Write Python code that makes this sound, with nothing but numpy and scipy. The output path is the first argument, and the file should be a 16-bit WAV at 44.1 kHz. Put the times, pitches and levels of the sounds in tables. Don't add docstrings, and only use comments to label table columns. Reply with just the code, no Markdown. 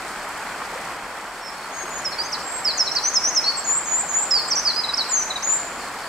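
import sys
import numpy as np
from scipy import signal
from scipy.fft import rfft, irfft
from scipy.io import wavfile

SR = 44100
rng = np.random.default_rng(int(sys.argv[2]) if len(sys.argv) > 2 else 0)


def transcribe(signal):
    frames = np.atleast_2d(signal).T
    limited = np.clip(frames, -1, 1)
    pcm = np.round(limited * 32767).astype(np.int16)
    wavfile.write(sys.argv[1], SR, pcm)


N = 268128
TIME = np.arange(N) / SR
BIN_HZ = np.fft.rfftfreq(N, 1 / SR)


def from_db(db):
    return 10 ** (np.asarray(db) / 20)


def unit_rms(x):
    return x / np.sqrt(np.mean(x ** 2) + 1e-20)


def over_time(rows):
    times, *columns = np.transpose(rows)
    return [np.interp(TIME, times, column) for column in columns]


def over_frequency(rows):
    hz, *columns = np.transpose(rows)
    return [np.interp(np.log(BIN_HZ + 1), np.log(hz), column) for column in columns]


def drift(rate_hz, samples):
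    steps = np.arange(samples) * rate_hz / SR
    knots = rng.standard_normal(int(steps[-1]) + 2)
    return np.interp(steps, np.arange(len(knots)), knots)


def bubbles(per_s, size_db, cycles):
    out = np.zeros(N)
    for hz in np.geomspace(180, 13000, num=36):
        chance, size = rng.random(N), rng.exponential(1, N)
        births = np.flatnonzero(chance < per_s / SR)
        impulses = np.full(N, 1e-18)
        impulses[births] = from_db(size_db * np.minimum(size[births], 4)) * (-1.) ** births
        angle = 2 * np.pi * hz / SR
        radius = from_db(-60 * hz / (cycles * SR))
        ringing = signal.lfilter([1, 0, -1], [1, -2 * radius * np.cos(angle), radius ** 2], impulses)
        out += np.sqrt(hz) * unit_rms(ringing)
    return unit_rms(out)


# (frequency [Hz], correlation [-1 to 1], left minus right [dB])
STREAM_WIDTH = [(200, 0.97, 0.1), (900, 0.98, 1), (1510, 0.96, -0.7), (2350, 0.65, -2), (3300, 0.34, 2.5),
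                (4500, 0.29, 1), (6000, 0.33, 3), (8200, 0.62, 1.3), (11300, 0.35, -6.5),
                (14000, -0.19, -2.7)]


def water(spectrum, grains, grain_db):
    mid, side = rfft(rng.standard_normal((2, N)) + from_db(grain_db) * grains)
    correlation, balance_db = over_frequency(STREAM_WIDTH)
    ears = np.array([[1], [-1]])
    stereo = np.sqrt(1 + correlation) * mid + np.sqrt(1 - correlation) * side * ears
    stereo *= from_db(ears * balance_db / 2) / np.sqrt(1 + np.maximum(correlation, 0))
    colour = from_db(over_frequency(spectrum)[0])
    return unit_rms(irfft(stereo * colour, N))


def splashing(flicker_db, surge_db):
    return unit_rms(from_db(flicker_db * drift(180, N) + surge_db * drift(22, N)))


# (time [s], frequency [Hz], relative level [dB])
AIR_POCKETS = [(.543, 1442, -27), (.756, 517, -28), (1.808, 1614, -23), (1.833, 355, -32.5),
               (4.035, 796, -22), (4.206, 850, -29), (4.360, 817, -25)]


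def gulps(cycles, rise):
    out = np.zeros(N)
    for start, hz, level_db in AIR_POCKETS:
        at = int(start * SR)
        age = TIME[:min(SR // 5, N - at)] * hz / cycles
        envelope = (1 - np.exp(-20 * age)) * from_db(level_db - 60 * age)
        phase = 2 * np.pi * cycles * age * (1 + rise * age)
        out[at:at + len(age)] += 2 * envelope * np.sin(phase)
    return out


# (time [s], relative peak level [dB])
DROP_IMPACTS = [(0.1156, -39), (0.289, -32), (0.379, -32), (1.5838, -35), (1.892, -32), (1.9829, -32),
                (2.391, -30.5), (4.349, -33), (4.3989, -32), (5.9229, -37)]


def drops(decay_s, band_hz, gain_db):
    envelope = sum(from_db(peak_db) * (TIME >= start) * np.exp(-np.abs(TIME - start) / decay_s)
                   for start, peak_db in DROP_IMPACTS)
    band = signal.butter(2, band_hz, "band", fs=SR, output="sos")
    hiss = unit_rms(signal.sosfilt(band, rng.standard_normal((2, N))))
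    return from_db(gain_db) * envelope * hiss


# (time [s], relative rush level [dB], relative spray level [dB])
STREAM_LEVELS = [(0.0, -32, -52), (0.91, -31, -52.5), (0.95, -32.5, -54.5), (1.45, -35, -55.5),
                 (2.01, -31.5, -52.5), (2.17, -32, -52.5), (6.06, -32, -52.5)]
# (frequency [Hz], relative spectral density [dB])
RUSH_SPECTRUM = [(15, -43), (25, -10), (49, -9.5), (104, -16), (151, -10), (448, -7), (787, -1), (1010, 0),
                 (1410, -1.5), (1740, -4.5), (2440, -9.5), (2820, -16), (3070, -14.5), (3400, -18),
                 (3700, -22.5), (4810, -57), (8140, -120)]
# (frequency [Hz], relative spectral density [dB])
SPRAY_SPECTRUM = [(2180, -54), (3700, -4), (4310, 2), (5390, -1), (6390, -4.5), (7040, -1), (8050, 0.5),
                  (8820, -2.5), (10100, -10), (11500, -10.5), (13600, -16), (15800, -18.5)]


def stream():
    rush_db, spray_db = over_time(STREAM_LEVELS)
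    gurgle = np.array([bubbles(per_s=45, size_db=3, cycles=24) for _ in range(2)])
    fizz = np.array([bubbles(per_s=60, size_db=5, cycles=10) for _ in range(2)])
    rush_gain = from_db(rush_db + 0.5) * splashing(flicker_db=0.5, surge_db=0.2)
    rush = rush_gain * water(RUSH_SPECTRUM, gurgle, grain_db=-7.5)
    spray_gain = from_db(spray_db + 11.5) * splashing(flicker_db=1.03, surge_db=0.7)
    spray = spray_gain * water(SPRAY_SPECTRUM, fizz, grain_db=-10)
    pockets = gulps(cycles=29, rise=0.05)
    ticks = drops(decay_s=0.0022, band_hz=(7000, 12500), gain_db=-3)
    return rush + spray + pockets + ticks


SYLLABLE_SHAPES = { "sigh": (0.22, 0, .3, 0, 10, 7), "chip": (0, 0, .3, 0, 10, 14),
                   "slide": (0, 0.13, 0.47, -4, 10.5, 8), "dive": (0.02, 0, .3, 0, 14.5, 4),
                   "plunge": (0, 0.65, 0.23, 0, 8, 5.5), "hook": (.24, 0.26, .3, -2, 19, 6.5),
                   "dip": (.56, 1.98, 0.09, 0, 8, 6), "lift": (0.3, 0, .3, 2, 10, 2.5),
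                   "sweep": (-0.2155, 0.47, 0.07, 150, 15, 3), "soar": (0, 0.73, .06, 500, 9.5, 5),
                   "slur": (0.2, 0, .3, 0, 0, 3), }


def contour(t, length, from_hz, to_hz, crest, syllable, flick_s=0.005):
    bow, snap, snap_share, flick_hz, swell_db, fade_db = SYLLABLE_SHAPES[syllable]
    progress = t / length
    opening = snap * (1 - np.exp(-progress / snap_share))
    arch = bow * (1 - (2 * progress - 1) ** 2)
    glide = (1 - snap) * progress + opening + arch
    hz = from_hz + (to_hz - from_hz) * glide + flick_hz * np.exp((t - length) / flick_s)
    before_crest = np.interp(progress, [0, crest], [1, 0])
    after_crest = np.interp(progress, [crest, 1], [0, 1])
    return hz, -swell_db * before_crest ** 2 - fade_db * after_crest ** 2


def syrinx(notes, edge_s, waver, flutter_db, octave_db):
    out = np.zeros(N)
    for start, length, from_hz, to_hz, level_db, crest, syllable in notes:
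        t = TIME[TIME < length]
        hz, shape_db = contour(t, length, from_hz, to_hz, crest, syllable)
        hz *= 1 + waver * drift(360, SR)[:len(t)]
        phase = 2 * np.pi * np.cumsum(hz) / SR
        edges = np.sin(np.pi / 2 * np.clip(np.minimum(t, length - t) / edge_s, 0, 1))
        tremble_db = flutter_db * drift(214, SR)[:len(t)]
        envelope = edges * from_db(level_db + shape_db + tremble_db)
        whistle = envelope * (np.sin(phase) + from_db(octave_db) * np.sin(2 * phase))
        at = int(start * SR)
        out[at:at + len(t)] += whistle[:N - at]
    return out


def forest_reverb(x, t60_s, build_s, correlation):
    t = TIME[:SR]
    mid, side = rng.standard_normal((2, len(t)))
    scatter = np.sqrt(1 + correlation) * mid + np.sqrt(1 - correlation) * side * [[1], [-1]]
    envelope = (1 - np.exp(-t / build_s)) * from_db(-60 * t / t60_s)
    response = unit_rms(scatter * envelope) / np.sqrt(len(t))
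    return signal.fftconvolve(x[None], response, axes=1)[:, :N]


# (time [s], relative level [dB])
FAR_SLURS = [(5.36, -37), (5.576, -38), (5.793, -36), (6.012, -36)]


def far_bird(length_s, from_hz, to_hz):
    notes = [(start, length_s, from_hz, to_hz, level_db, 0.5, "slur") for start, level_db in FAR_SLURS]
    voice = syrinx(notes, edge_s=0.005, waver=0.005, flutter_db=1, octave_db=-50)
    reverb = forest_reverb(voice, t60_s=0.49, build_s=0.0087, correlation=0.3)
    return from_db(-6) * voice + from_db(-2.5) * reverb


# (delay [s], level [dB])
TRUNK_REFLECTIONS = [(0.012, -8.5), (.0205, -22), (.056, -25), (.064, -19.5), (0.079, -17.5)]


def trunk_echoes(x, smear_s):
    t = TIME[:SR // 8]
    response = np.zeros((2, len(t)))
    for delay, level_db in TRUNK_REFLECTIONS:
        burst = rng.standard_normal((2, len(t))) * np.exp(-((t - delay) / smear_s) ** 2)
        response += from_db(level_db) * unit_rms(burst) / np.sqrt(len(t))
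    return signal.fftconvolve(x[None], response, axes=1)[:, :N]


# (frequency [Hz], gain [dB])
PERCH_RESPONSE = [(3950, 1), (4300, -3.5), (4550, 1), (4950, -2), (5300, 0.5), (5600, 0), (5900, -1),
                  (6300, 1.5), (6750, 1), (6880, -4), (7020, 1.5), (7350, -3.5), (7750, 1.5)]
# (frequency [Hz], left minus right [dB], left phase lead [rad])
PORT_RESPONSE = [(4040, 0, 1.1), (4200, 3.5, -0.7), (4700, -4, -0.9), (5250, -5, -1.3), (5600, -2, 1.3),
                 (6100, 1, 0.2), (6750, 8, -2), (6840, -12, -2), (7000, 7, -0.85), (7430, -3, -2)]


def direct_path(x):
    colour = from_db(over_frequency(PERCH_RESPONSE)[0])
    balance_db, lead = over_frequency(PORT_RESPONSE)
    left = from_db(balance_db / 2) * np.exp(0.5j * lead)
    return irfft(rfft(x) * colour * np.array([left, 1 / left]), N)


# (time [s], duration [s], glide origin [Hz], glide target [Hz],
# relative level [dB], crest position [share of note], syllable [name])
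WREN_SONG = [ (1.412, 0.097, 5450, 5310, -35.5, 0.8, "sigh"), (1.576, .014, 4490, 4310, -37, .4, "chip"),
             (1.630, .020, 4500, 4310, -35.5, 0.5, "chip"), (1.718, 0.13, 6680, 6500, -32, 0.8, "sigh"),
             (1.902, 0.11, 7130, 6680, -31, 0.44, "sigh"), (2.043, 0.044, 5950, 5080, -19.5, 0.43, "hook"),
             (2.119, .021, 4570, 3990, -25.5, 0.6, "chip"), (2.179, .047, 4290, 5060, -20, .5, "sweep"),
             (2.233, 0.04, 5660, 6360, -32.5, 0.1, "lift"), (2.317, 0.039, 6490, 3820, -21, 0.47, "dive"),
             (2.422, 0.19, 7140, 7610, -27, 0.56, "soar"), (2.645, 0.072, 5530, 3940, -15, 0.25, "slide"),
             (2.771, 0.061, 7330, 5140, -13, 0.7, "hook"), (2.863, 0.025, 4470, 3790, -19.5, .6, "chip"),
             (2.911, 0.014, 4800, 5670, -17, .7, "lift"), (2.949, 0.042, 6600, 3950, -15.5, 0.37, "plunge"),
             (3.030, 0.062, 5440, 6500, -16, 0.4, "sweep"), (3.135, 0.053, 7500, 5140, -11.5, 0.77, "hook"),
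             (3.234, 0.064, 5200, 6540, -16, 0.3, "sweep"), (3.345, 0.055, 7120, 5130, -12, 0.58, "hook"),
             (3.439, 0.066, 4100, 4470, -13.5, .82, "lift"), (3.569, 0.032, 8040, 7790, -20.5, .45, "dip"),
             (3.641, 0.15, 6350, 7780, -16.5, 0.5, "sweep"), (3.855, 0.16, 6205, 7710, -17, 0.58, "sweep"),
             (4.083, .162, 6240, 7700, -17.5, 0.54, "sweep"),
             (4.306, 0.095, 5446, 4240, -13, 0.14, "slide"), (4.473, 0.0203, 6870, 7620, -25, .7, "lift"),
             (4.501, 0.041, 6420, 4420, -14, 0.56, "dive"), (4.553, 0.049, 6960, 6340, -15.5, .38, "dip"),
             (4.648, .064, 5300, 3970, -14, 0.33, "slide"), (4.760, .047, 4920, 4993, -16, 0.1, "lift"),
             (4.834, .021, 4290, 3800, -16.5, 0.46, "chip"), (4.884, 0.023, 4170, 3690, -20, .45, "chip"),
             (4.934, 0.015, 4220, 5300, -14.5, 0.8, "lift"), (4.972, .050, 6220, 3804, -15, 0.37, "plunge"),
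             (5.087, 0.15, 7800, 5900, -17.5, 0.42, "sigh"), (5.299, 0.022, 4260, 3620, -22, .42, "chip"),
             (5.355, 0.02, 4070, 3610, -21.5, 0.26, "chip"), (5.424, 0.15, 5200, 7310, -16, 0.83, "soar"), ]


def wren():
    voice = syrinx(WREN_SONG, edge_s=0.0035, waver=0.0031, flutter_db=1.58, octave_db=-50)
    echoes = trunk_echoes(voice, smear_s=0.0078)
    reverb = forest_reverb(voice, t60_s=0.86, build_s=0.016, correlation=0.2)
    return from_db(-0.7) * direct_path(voice) + echoes + from_db(-10) * reverb


def scene():
    return wren() + far_bird(length_s=0.036, from_hz=5220, to_hz=4170) + stream()


def record(dry):
    return signal.sosfilt(signal.ellip(12, 0.1, 90, 15700, fs=SR, output="sos"), dry)


dry = scene()
out = record(dry)
transcribe(out)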